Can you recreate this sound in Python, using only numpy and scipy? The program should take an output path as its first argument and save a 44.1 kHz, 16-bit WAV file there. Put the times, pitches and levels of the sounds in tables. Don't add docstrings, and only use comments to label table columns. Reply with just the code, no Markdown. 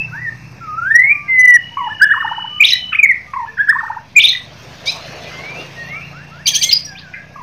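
import sys
import numpy as np
from scipy import signal
from scipy.fft import next_fast_len
from scipy.io import wavfile
from scipy.ndimage import uniform_filter1d

SR = 44100
rng = np.random.default_rng(int(sys.argv[2]) if len(sys.argv) > 2 else 0)


def field_ratio(decibels):
    return 10 ** (np.asarray(decibels, dtype=float) / 20)


def transcribe(u):
    v = np.clip(np.atleast_2d(u).T, -1, 1)
    q = np.round(v * 32767).astype(np.int16)
    wavfile.write(sys.argv[1], SR, q)


N = 327222


def evened(x):
    return x / np.sqrt(np.mean(x ** 2) + 1e-20)


def add(mix, s, sound):
    sound = sound[max(-round(s * SR), 0):]
    part = mix[max(round(s * SR), 0):][:len(sound)]
    part += sound[:len(part)]


def columns(rows):
    s, *values = np.transpose(rows)
    t = np.arange(s[0], s[-1], 1 / SR)
    return [np.interp(t, s, v) for v in values]


def band(x, lo_hz, hi_hz):
    sos = signal.butter(4, [lo_hz, hi_hz], "band", fs=SR, output="sos")
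    return signal.sosfiltfilt(sos, x, padtype="even")


def wobble(count, hz):
    knots = rng.standard_normal(int(8 * hz * N / SR) + 2)
    smooth = evened(uniform_filter1d(uniform_filter1d(knots, size=8), size=8))
    return np.interp(np.arange(count) * (8 * hz / SR), np.arange(len(knots)), smooth)


def ramps(count, fade_s):
    t = np.arange(count) / SR
    return np.clip(np.minimum(t, t[::-1]) / fade_s, 0, 1)


def noise(spectrum, patchy_db):
    hz = np.fft.rfftfreq(1024, 1 / SR)
    a, b, patches = rng.standard_normal((N // 256 + 5, 513, 3)).T
    patches = evened(uniform_filter1d(uniform_filter1d(patches, 8, 0), 14, 1))
    f, db = np.transpose(spectrum)
    colour_db = np.interp(np.log(hz + 1), np.log(f + 1), db)[:, None]
    spectra = (a + 1j * b) * field_ratio(colour_db + patchy_db * patches)
    x = signal.istft(spectra, nperseg=1024, noverlap=768)[1][:N]
    return x / np.std(band(x, 240, 692))


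# frequency in Hz, density in dB per Hz.
AIR_SPECTRUM = [(15, -40.5), (25, -10), (48, -14), (72, -3), (172, -2.5), (410, -16.5), (980, -13),
                (1460, -20), (1760, -12), (1890, -16.5), (2690, -11), (2960, -32), (5450, -21),
                (6900, -28.5), (8970, -64), (15200, -120)]
# time in seconds, level in dB.
AIR_LEVEL = [(0.0, -49.5), (4.09, -57), (5.1, -47.5), (7.42, -56)]


def yard_air():
    out, level_db = np.zeros(N), columns(AIR_LEVEL)[0]
    add(out, 0, field_ratio(level_db - 1.5) * noise(AIR_SPECTRUM, 1.8)[:len(level_db)])
    return out


def exhaust(turns, orders, drift_db):
    count = len(turns)
    out = np.zeros(count)
    for k, db in orders:
        level = field_ratio(db + drift_db * wobble(count, 0.84))
        out += level * np.cos(2 * np.pi * (k * turns + .08 * wobble(count, 3)))
    return out


# time in seconds, firings in Hz, levels of multiples 4, 5 and 6 in dB.
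DRONE = [(0.0, 30.2, -34, -35.5, -37), (1.07, 33.0, -44, -51.5, -56), (2.56, 33.56, -48, -49.5, -61),
         (3.41, 23.62, -54, -56, -52), (6.1, 28.4, -50, -41, -42), (7.42, 30.78, -50, -43, -46)]
# multiple of the firing rate, level in dB.
DRONE_ORDERS = [(2, -55), (3, -50), (7, -63), (8, -61), (9, -60), (10, -59.5)]


def drone():
    out = np.zeros(N)
    rate, *levels = columns(DRONE)
    orders = DRONE_ORDERS + list(zip(range(4, 7), levels))
    add(out, 0, field_ratio(-0.5) * exhaust(np.cumsum(rate) / SR, orders, 2.3))
    return out


# time in seconds, firings in Hz, exhaust level in dB, tyre and engine rush in dB.
BIKE = [(0, 19, -54.5, -63.5), (1.6, 19, -47, -57), (3, 19, -46, -51.5), (4.1, 18.9, -54, -51),
        (4.6, 18.7, -44, -42), (5.1, 18.4, -52, -35), (5.5, 18.3, -49, -35), (5.8, 17.7, -43, -39.5),
        (6.2, 17.6, -59, -48), (7.42, 16, -55, -51)]
# multiple of the firing rate, level in dB.
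BIKE_ORDERS = [(3, -15.5), (4, -0.5), (5, -10), (6, 9.5), (7, -6), (8, 3.5), (9, -1), (10, -12.5)]
# frequency in Hz, density in dB per Hz.
RUSH_SPECTRUM = [(120, -44.5), (200, -16.5), (432, -9.5), (684, -3.5), (867, -15.5), (1040, -12),
                 (1390, -13), (2750, -13), (6900, -22.5), (8970, -49.5), (15200, -120)]


def motorbike():
    out = np.zeros(N)
    rate, db, rush_db = columns(BIKE)
    turns = np.cumsum(rate) / SR
    throb = 1 + 0.1 * np.cos(2 * np.pi * turns)
    add(out, 0, field_ratio(db) * evened(exhaust(turns, BIKE_ORDERS, 5.4)))
    add(out, 0, field_ratio(rush_db - 5) * throb * noise(RUSH_SPECTRUM, 3.5)[:len(turns)])
    return out


def tone(hz, overtone_db):
    turn = 2 * np.pi * np.cumsum(hz) / SR
    second = field_ratio(overtone_db - 14.3 * (hz / 1000 - 1))
    return np.sin(turn) + second * np.sin(2 * turn) + second ** 3.1 * np.sin(3 * turn)


def sing(notes, overtone_db, edge, waver, flutter_db, rough_hz):
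    out, bend, shake = np.zeros(N), wobble(N, rough_hz), wobble(N, rough_hz)
    for s, length, start, middle, end, db in notes:
        u = np.linspace(0, 1, max(int(1.15 * length * SR), 8))
        at = min(max(round(s * SR), 0), N - len(u))
        parabola = np.polyfit([0, .5, 1], [start, middle, end], 2)
        hz = np.polyval(parabola, np.clip(1.15 * u - .075, 0, 1))
        hz = hz * (1 + waver * bend[at:][:len(u)])
        level = field_ratio(db + flutter_db * shake[at:][:len(u)])
        level = level * signal.windows.tukey(len(u), np.clip(edge, 0, 1))
        add(out, s - .075 * length, level * tone(hz, overtone_db))
    return out


def whistled(notes):
    return sing(notes, overtone_db=-29.5, edge=0.7, waver=0.0045, flutter_db=1.2, rough_hz=122.1)


def bowed(rows, bow):
    return [(s, length, a, (a + b) / 2 * (1 + bow), b, db) for s, length, a, b, db in rows]


# start in seconds, length in seconds, first pitch in Hz, last pitch in Hz, peak level in dB.
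ARCHED = [(-.003, .033, 2580, 2560, -13.5), (.031, .01, 2600, 2600, -22), (.044, .018, 2600, 2550, -19),
          (2.597, .011, 2180, 2280, -16), (4.153, .014, 2100, 2230, -19), (2.938, .008, 2500, 3000, -18),
          (6.862, .009, 5100, 5150, -26), (6.951, .014, 2250, 2400, -30), (6.974, .012, 3400, 3500, -33),
          (7.134, .02, 2330, 2340, -27), (7.357, .009, 900, 1200, -30), (.113, .1, 1280, 1990, -24),
          (.204, .069, 1920, 1910, -22.5), (2.603, .015, 2250, 2520, 1), (2.947, .016, 1950, 2600, -6),
          (3.054, .0092, 2180, 1900, -3), (3.084, .043, 2230, 1800, -3.5), (4.16, .027, 2380, 2370, 2),
          (4.283, .016, 6000, 6050, -22), (2.705, .009, 5100, 5300, -10.5), (6.69, .014, 4200, 3950, -9.5),
          (6.845, .024, 5450, 5650, -24), (6.716, .01, 5400, 5100, -12), (4.869, .042, 3450, 4100, -12),
          (4.867, .045, 4450, 5200, -17)]
SAGGING = [(.247, .055, 1960, 1830, -15.5), (2.618, .015, 2560, 2250, 2), (6.702, .019, 4000, 2500, -18),
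           (2.928, .011, 2800, 2450, -11.5), (2.987, .02, 2620, 2400, -1.5), (3.026, .029, 2430, 2180, .6),
           (4.177, .019, 2420, 2360, 2), (4.863, .047, 2230, 2690, -16.5)]


def single_notes():
    return whistled(bowed(ARCHED, .03) + bowed(SAGGING, -.035))


# start in seconds, length in seconds, pitch in Hz, peak level in dB.
FAR_LEVEL = [(.141, .03, 920, -30.5), (1.081, .22, 1175, -34.5), (2.494, .15, 1205, -32),
             (5.31, .07, 1520, -35), (5.23, .08, 2000, -34), (5.38, .03, 1110, -35), (1.71, .04, 940, -35),
             (3.265, .075, 1200, -37), (3.47, .09, 450, -43), (4.2, .1, 300, -43), (1.03, .06, 790, -41),
             (7.176, .087, 1660, -34), (7.334, .03, 1625, -34), (.079, .02, 1550, -35.4),
             (6.904, .076, 767, -38.5), (1.242, .064, 1597, -38.5)]
# start in seconds, length in seconds, first and last pitch in Hz, peak level in dB.
FAR_GLIDES = [(5.3, .14, 2010, 2200, -29), (5.42, .13, 2180, 2440, -24), (5.755, .12, 1900, 1820, -26),
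              (5.865, .045, 1820, 2080, -27), (5.92, .09, 1200, 1400, -32), (6.3, .09, 1230, 1530, -34),
              (6.38, .05, 1500, 1930, -33), (6.95, .033, 2300, 3500, -32), (6.983, .016, 3500, 5150, -30),
              (5.551, .08, 2570, 2890, -26.5), (5.893, .11, 2060, 2430, -21.5),
              (6.004, .065, 2440, 2890, -28.5), (6.11, .15, 1120, 1920, -33.5),
              (6.558, .064, 1630, 2020, -31), (6.635, .08, 2080, 2220, -20), (7.134, .022, 2000, 2080, -26),
              (7.155, .03, 1680, 1560, -30), (6.858, .1, 1770, 1530, -31.5)]
FAR_HOOKED = [(6.497, .06, 2266, 1660, -32.5), (7.0, .13, 1880, 1532, -33)]


def far_birds():
    calls = [(s, length, hz, hz, hz, db) for s, length, hz, db in FAR_LEVEL]
    calls += bowed(FAR_GLIDES, 0) + bowed(FAR_HOOKED, -.11)
    return sing(calls, overtone_db=-33, edge=.7, waver=.005, flutter_db=1.0, rough_hz=60)


# start in seconds, pitch in Hz, peak level in dB, dip at the pulse's ends in dB.
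CLIMB = [(.606, 1335, -28, 5), (.674, 1245, -22, 3), (.724, 1264, -21, 4), (.766, 1345, -15, 14),
         (.809, 1404, -15, 13), (.849, 1570, -13, 6), (.898, 1800, -4, 20), (.936, 1890, 2, 24),
         (.982, 2005, -1, 11), (1.013, 2050, -6, 6), (1.03, 2170, -3.5, 10), (1.062, 2220, -8, 3),
         (1.088, 2340, -3.5, 7), (1.137, 2540, 0, 0)]


def climb():
    s, hz, db, dip_db = np.transpose(CLIMB)
    out, t, middle = np.zeros(N), np.arange(s[0], s[-1], 1 / SR), (s[1:] + s[:-1]) / 2
    pulse = np.searchsorted(s, t, "right") - 1
    off = abs(2 * (t - s[pulse]) / np.diff(s)[pulse] - 1) ** 2.2
    glide = np.interp(t, [s[0], *middle, s[-1]], [1420, *hz[:-1], hz[-1]])
    glide = uniform_filter1d(glide * (1 - .035 * off), size=200)
    level_db = uniform_filter1d(db[pulse] - dip_db[pulse] * off, size=200) + .7 * wobble(len(t), 120)
    edge = np.clip(np.minimum(t - s[0], s[-1] - t) / .008, 0, 1)
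    add(out, s[0], edge * field_ratio(level_db) * tone(glide * (1 + .004 * wobble(len(t), 120)), -29.5))
    return out


# time in seconds, pitch in Hz, level in dB.
HELD = [(1.278, 2100, -26), (1.3, 2089, -13), (1.375, 2033, -9), (1.395, 2005, -4), (1.43, 2000, -6.5),
        (1.455, 1995, -3.5), (1.5, 1975, -2.5), (1.562, 1910, -2), (1.576, 1725, -13)]
# time in seconds, depth in dB.
PINCHES = [(1.352, 2), (1.372, 3), (1.424, 6), (1.469, 24), (1.518, 6), (1.534, 6)]


def held():
    out, (hz, db) = np.zeros(N), columns(HELD)
    t = HELD[0][0] + np.arange(len(hz)) / SR
    pinch_db = sum(depth_db * np.exp(-((t - s) / .0055) ** 2) for s, depth_db in PINCHES)
    level = np.sqrt(2) * field_ratio(db - pinch_db) * ramps(len(hz), .007)
    add(out, t[0], level * tone(hz * (1 + .004 * wobble(len(hz), 50)), -34))
    return out


# time in seconds, pitch in Hz, level in dB.
TRILL = [
    [(1.28, 2780, -52.5), (1.45, 2914, -38), (1.8, 2939, -31.5), (2.25, 2914, -29), (2.4, 2960, -25.5),
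     (2.6, 2990, -27), (2.85, 3010, -26), (2.98, 2950, -35.5)],
    [(5.75, 2724, -46), (5.9, 2750, -40), (6.46, 2725, -47)],
]


def trill():
    out = np.zeros(N)
    for rows in TRILL:
        hz, db = columns(rows)
        beat = 2 * np.pi * np.cumsum(19.0 * (1 + .04 * wobble(len(hz), 5.9))) / SR
        chop = 1 + 0.26 * np.cos(beat) + 0.27 * np.cos(2 * beat) + 0.52 * np.cos(3 * beat)
        level = 1.43 * field_ratio(db + 1.5 * wobble(len(hz), 30))
        add(out, rows[0][0], level * chop * tone(hz * (1 + .006 * wobble(len(hz), 150)), -36))
    return out


# start in seconds, length in seconds, low edge in Hz, high edge in Hz, level in dB.
BREATHS = [(1.77, 0.01, 900, 2600, -30), (2.632, 0.1, 1970, 4300, -21), (2.659, 0.076, 4620, 6500, -22.5),
           (2.921, .045, 1185, 3200, -24), (3.336, .012, 900, 2600, -27), (4.184, 0.035, 1956, 4300, -24),
           (4.218, .13, 2030, 4300, -23), (4.21, .12, 4500, 6700, -30), (4.854, 0.085, 2890, 6800, -24),
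           (6.465, .038, 2290, 6800, -13), (6.541, 0.04, 2420, 6800, -17), (6.621, 0.04, 2300, 6800, -17),
           (6.711, 0.03, 2010, 5800, -17), (6.982, 0.04, 2430, 5200, -37), (2.604, .04, 3000, 6700, -38),
           (4.158, .04, 4300, 6700, -38), (7.135, 0.05, 1430, 2600, -30)]


def breaths():
    out, sputter = np.zeros(N), field_ratio(1.97 * wobble(N, 250))
    for (s, length, lo, hi, db), air in zip(BREATHS, rng.standard_normal((len(BREATHS), 8000))):
        u = np.arange(len(air)) / SR / length
        burst = np.clip(u / 0.098, 0, 1) * np.exp(-1.2 * u ** 2)
        add(out, s, field_ratio(db) * evened(band(air, lo, hi)) * burst)
    return out * sputter


# starts of buzz, swoop, first chirp and second chirp in seconds.
OPENINGS = [
    (1.776, 1.898, 2.009, 2.1),
    (3.341, 3.468, 3.583, 3.682),
]
OPENING_DB = [(-16, -19, 2, -3), (-19, -25, -5, 0)]
# length in seconds, pitch at start, middle and end in Hz.
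BUZZ = (.104, 1090, 1000, 900)
# start in seconds, then the same columns, peak level in dB.
LAST_BUZZ = (7.36, .062, 1180, 1040, 980, -33)


def buzzes():
    notes = [(s[0], *BUZZ, db[0]) for s, db in zip(OPENINGS, OPENING_DB)] + [LAST_BUZZ]
    return sing(notes, overtone_db=-16, edge=.08, waver=.038, flutter_db=2.6, rough_hz=200)


# length in seconds, pitch at start, middle and end in Hz.
SWOOP_LEAP = (.014, 1000, 1300, 1660)
SWOOP = (.042, 1660, 1740, 1800)
CHIRP = (.046, 1390, 1680, 1700)
SNAP = (.036, 1390, 1740, 1880)
GRACE = (.02, 1520, 1720, 2100)
# start in seconds, length in seconds, low note in dB, top note in dB.
LOOPS = [(2.075, .085, -60, -9), (2.163, .081, -60, -10), (2.243, .063, -12, -15), (2.309, .069, -14, -29),
         (2.376, .061, -17, -28), (2.439, .06, -21, -35), (3.66, .085, -60, -12), (3.745, .083, -60, -13),
         (3.828, .071, -15.5, -20), (3.896, .067, -15, -26), (3.962, .065, -19, -38)]
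# start and length as shares of the loop, start, middle and end pitch in Hz.
LOW = (0.0, .32, 870, 910, 1120)
LEAP = (.27, .2, 1050, 1480, 1690)
TOP = (.45, .26, 1690, 1820, 1780)
DROP = (.65, .25, 1820, 1330, 930)
# start and length in seconds, start, middle and end pitch in Hz, level in dB.
SLIDES = [(2.156, .042, 930, 1040, 1260, -17), (3.75, .03, 930, 1040, 1220, -14),
          (2.917, .03, 1750, 1270, 1550, -22)]


def warble():
    notes = list(SLIDES)
    for (_, swoop, one, two), (_, swoop_db, one_db, two_db) in zip(OPENINGS, OPENING_DB):
        notes.append((swoop - SWOOP_LEAP[0], *SWOOP_LEAP, swoop_db - 9))
        notes += [(swoop, *SWOOP, swoop_db), (one, *CHIRP, one_db), (two, *SNAP, two_db)]
        notes += [(s - .014, *GRACE, -18) for s in (one, two)]
    for s, length, low_db, top_db in LOOPS:
        levels = (low_db, low_db - 10, top_db, top_db - 4)
        for (at, share, *hz), db in zip((LOW, LEAP, TOP, DROP), levels):
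            notes.append((s + at * length, share * length, *hz, db))
    return sing(notes, overtone_db=-24, edge=0.95, waver=0.007, flutter_db=1.3, rough_hz=295.2)


# time in seconds, pitch in Hz, level in dB.
SCREAMS = [
    [(2.632, 2200, -8), (2.638, 2750, 0), (2.642, 3150, -14), (2.646, 3420, -2), (2.655, 3750, -3),
     (2.661, 3000, -15), (2.667, 2200, -15)],
    [(2.666, 2250, -12), (2.676, 2950, -13), (2.684, 3620, -9), (2.691, 4150, -11), (2.708, 2600, -14),
     (2.717, 3500, -21), (2.724, 3970, -2), (2.73, 3900, -18), (2.736, 3950, -3), (2.742, 3850, -14),
     (2.756, 3800, -24)],
    [(4.192, 2300, -5), (4.211, 3740, -5), (4.223, 2350, -10), (4.233, 2700, -18), (4.241, 3480, -3),
     (4.251, 3750, -3), (4.259, 3660, -3), (4.262, 3050, -13), (4.269, 2200, -17)],
    [(4.268, 2250, -18), (4.279, 3650, -7), (4.291, 4150, -10), (4.307, 3550, -8), (4.313, 3300, -19),
     (4.321, 3740, -10), (4.329, 3660, -20), (4.334, 3700, -12), (4.341, 3500, -20)],
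]


def screams():
    out = np.zeros(N)
    for rows in SCREAMS:
        parts = []
        for (s, *a), (end, *b) in zip(rows, rows[1:]):
            u = np.linspace(0, np.pi / 2, round((end - s) * SR), endpoint=False)
            straight = u / (np.pi / 2)
            curve = np.sin(u) if b[0] > a[0] else 1 - np.cos(u)
            way = .5 * curve + .5 * straight
            parts.append([a[0] + (b[0] - a[0]) * way, a[1] + (b[1] - a[1]) * straight])
        hz, db = np.hstack(parts)
        level = ramps(len(hz), .003) * field_ratio(db + 3.0 * wobble(len(hz), 600))
        add(out, rows[0][0], level * tone(hz * (1 + .013 * wobble(len(hz), 400)), -3))
    return out


# start in seconds, peak level in dB.
UNDERTONES = [(2.72, -17), (2.733, -16), (2.752, -16), (2.768, -24), (4.326, -20), (4.348, -16),
              (4.366, -24)]
# length in seconds, pitch at start, middle and end in Hz.
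UNDERTONE = (.01, 1920, 1980, 1880)


def undertones():
    return whistled([(s, *UNDERTONE, db) for s, db in UNDERTONES])


# start in seconds, pip in dB, low rasp in dB, high rasp in dB.
HARSH = [
    (6.457, -11, -9, -7.5),
    (6.534, -15, -12, -7.5),
    (6.612, -13, -11, -7.5),
]
# length in seconds, start, middle and end pitch in Hz.
PIP = (.014, 2340, 2350, 2310)
CRACK = (.007, 4650, 4350, 3900)
RASP = (.03, 2950, 3220, 3340)
RASP_END = (.02, 3340, 3380, 3280)
# start and length in seconds, start, middle and end pitch in Hz, peak level in dB.
LAST_RASP = (6.725, .017, 4900, 4870, 4960, 0)
RASP_TAIL = (6.736, .05, 4960, 4920, 4860, -13)


def harsh_calls():
    clear, rasps = [RASP_TAIL], [LAST_RASP]
    for s, pip_db, low_db, high_db in HARSH:
        clear += [(s, *PIP, pip_db - 7), (s, PIP[0], *np.multiply(2, PIP[1:]), pip_db)]
        clear += [(s + .009, *CRACK, low_db), (s + .034, *RASP_END, low_db - 7)]
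        rasps.append((s + .012, *RASP, low_db))
        rasps.append((s + .012, RASP[0], *np.multiply(1.92, RASP[1:]), high_db))
    rough = sing(rasps, overtone_db=-20, edge=.7, waver=.022, flutter_db=2.8, rough_hz=1600)
    return whistled(clear) + rough


# delay in seconds, level in dB.
ECHOES = [(.009, -22), (.016, -23), (.024, -23), (.034, -23), (.047, -25), (.068, -27), (.105, -32),
          (.16, -33)]
# frequency in Hz, time to fall 60 dB in seconds.
TAIL = [(800, 0.29), (2000, 0.36), (4000, 0.27), (7000, 0.28)]


def yard_echo(x, tail_db):
    hz, t, z = signal.stft(rng.standard_normal(SR // 2), SR, nperseg=256)
    f, t60 = np.transpose(TAIL)
    decay = field_ratio(-60 * t / np.interp(hz, f, t60)[:, None])
    tail = signal.istft(z * decay, SR, nperseg=256)[1]
    tail *= np.clip(np.arange(len(tail)) / SR / .025, 0, 1) ** 2
    taps = field_ratio(tail_db) * tail / np.linalg.norm(tail)
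    for s, db in [(0, 0)] + ECHOES:
        taps[round(s * SR)] += field_ratio(db)
    return signal.fftconvolve(x, taps)[:N]


def scene():
    singer = single_notes() + climb() + breaths() + buzzes() + warble()
    singer += screams() + undertones() + harsh_calls()
    long_note = held()
    near = field_ratio(-1.0) * yard_echo(singer + .4 * long_note, -12.5) + .6 * long_note
    far = field_ratio(-4) * yard_echo(far_birds() + trill(), -8)
    return (near + far + drone() + motorbike() + yard_air())[None]


SPLIT_HZ = 6850


def masked(x, below_db, fade_db):
    hz, _, z = signal.stft(x, SR, nperseg=1024, noverlap=768)
    power = uniform_filter1d(uniform_filter1d(abs(z) ** 2, size=5, axis=0), size=5, axis=1)
    power_db = 10 * np.log10(abs(power) + 1e-20)
    slope = fade_db * hz[:, None] / 1000
    masker_db = np.maximum.accumulate(power_db + slope, axis=0) - slope
    chance = uniform_filter1d(rng.standard_normal(z.shape), size=5, axis=0)
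    chance = evened(uniform_filter1d(chance, size=20, axis=1))
    excess_db = masker_db - below_db + 7.0 * chance - power_db
    keep = 1 / (1 + field_ratio(np.clip(3 * excess_db, -90, 60)))
    gain = np.where(hz[:, None] > 2500, keep, 1) * (hz[:, None] < SPLIT_HZ)
    return signal.istft(z * gain, SR, nperseg=1024, noverlap=768)[1][:N]


def tiled(x, tile_db):
    z = signal.stft(x, nperseg=512)[2]
    tiles = rng.standard_normal((len(z) // 6 + 1, z.shape[1] // 16 + 1))
    tiles = np.kron(tiles, np.ones((6, 16)))
    return signal.istft(z * field_ratio(tile_db * tiles[:len(z), :z.shape[1]]), nperseg=512)[1][:N]


# shift in Hz, low edge in Hz, high edge in Hz, level in dB.
COPIES = [(6030, 900, 3300, -14), (8200, 1100, 2400, -22), (10500, 1000, 5100, -14)]
COPY_TRIM_DB = [-6, -9, -6]
# start in seconds, length in seconds, pitch in Hz, level in dB.
WHINE = (6.615, .125, 7311, -37)


def rebuilt_treble(low):
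    t = np.arange(N) / SR
    upper_power = band(low, 5830, 7700) ** 2 + field_ratio(-80) * low ** 2
    brightness = abs(uniform_filter1d(upper_power, 350)) ** 0.42
    out = field_ratio(-19.5) * brightness * evened(band(rng.standard_normal(N), SPLIT_HZ, 15400))
    for (shift, lo, hi, db), trim_db in zip(COPIES, COPY_TRIM_DB):
        part = signal.hilbert(band(low, lo, hi), next_fast_len(N))[:N]
        part = part / np.sqrt(abs(uniform_filter1d(abs(part) ** 2, 500)) + 1e-9)
        shifted = (part * np.exp(2j * np.pi * shift * t)).real
        out += field_ratio(db + trim_db) * brightness * shifted
    s, length, hz, db = WHINE
    whine = sing([(s, length, hz, hz, hz, db)], -90, .3, 0, 2.0, 40)
    return tiled(out, tile_db=3.2) + whine


# time in seconds, ceiling as a share of full scale.
CEILING = [(1.3, .97), (1.38, .85), (1.42, .62), (1.44, .87), (1.49, .95), (1.53, .95), (1.536, .85),
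           (2.14, .87), (2.5, .97), (3.09, .95), (3.115, .66), (3.7, .8), (4, .95)]


def overload(x):
    ceiling = np.interp(np.arange(N) / SR, *np.transpose(CEILING))
    return np.clip(x * field_ratio(0.73), -ceiling, ceiling) + .0023


def band_limit(x):
    return signal.sosfilt(signal.butter(12, 15640, fs=SR, output="sos"), x)


def record(dry):
    heard = band(band(dry[0], 50, 9900), 15, 7400)
    low = masked(heard, below_db=46, fade_db=3.0)
    mix = overload(low + rebuilt_treble(low))
    return band_limit(mix[None])


dry = scene()
out = record(dry)
transcribe(out)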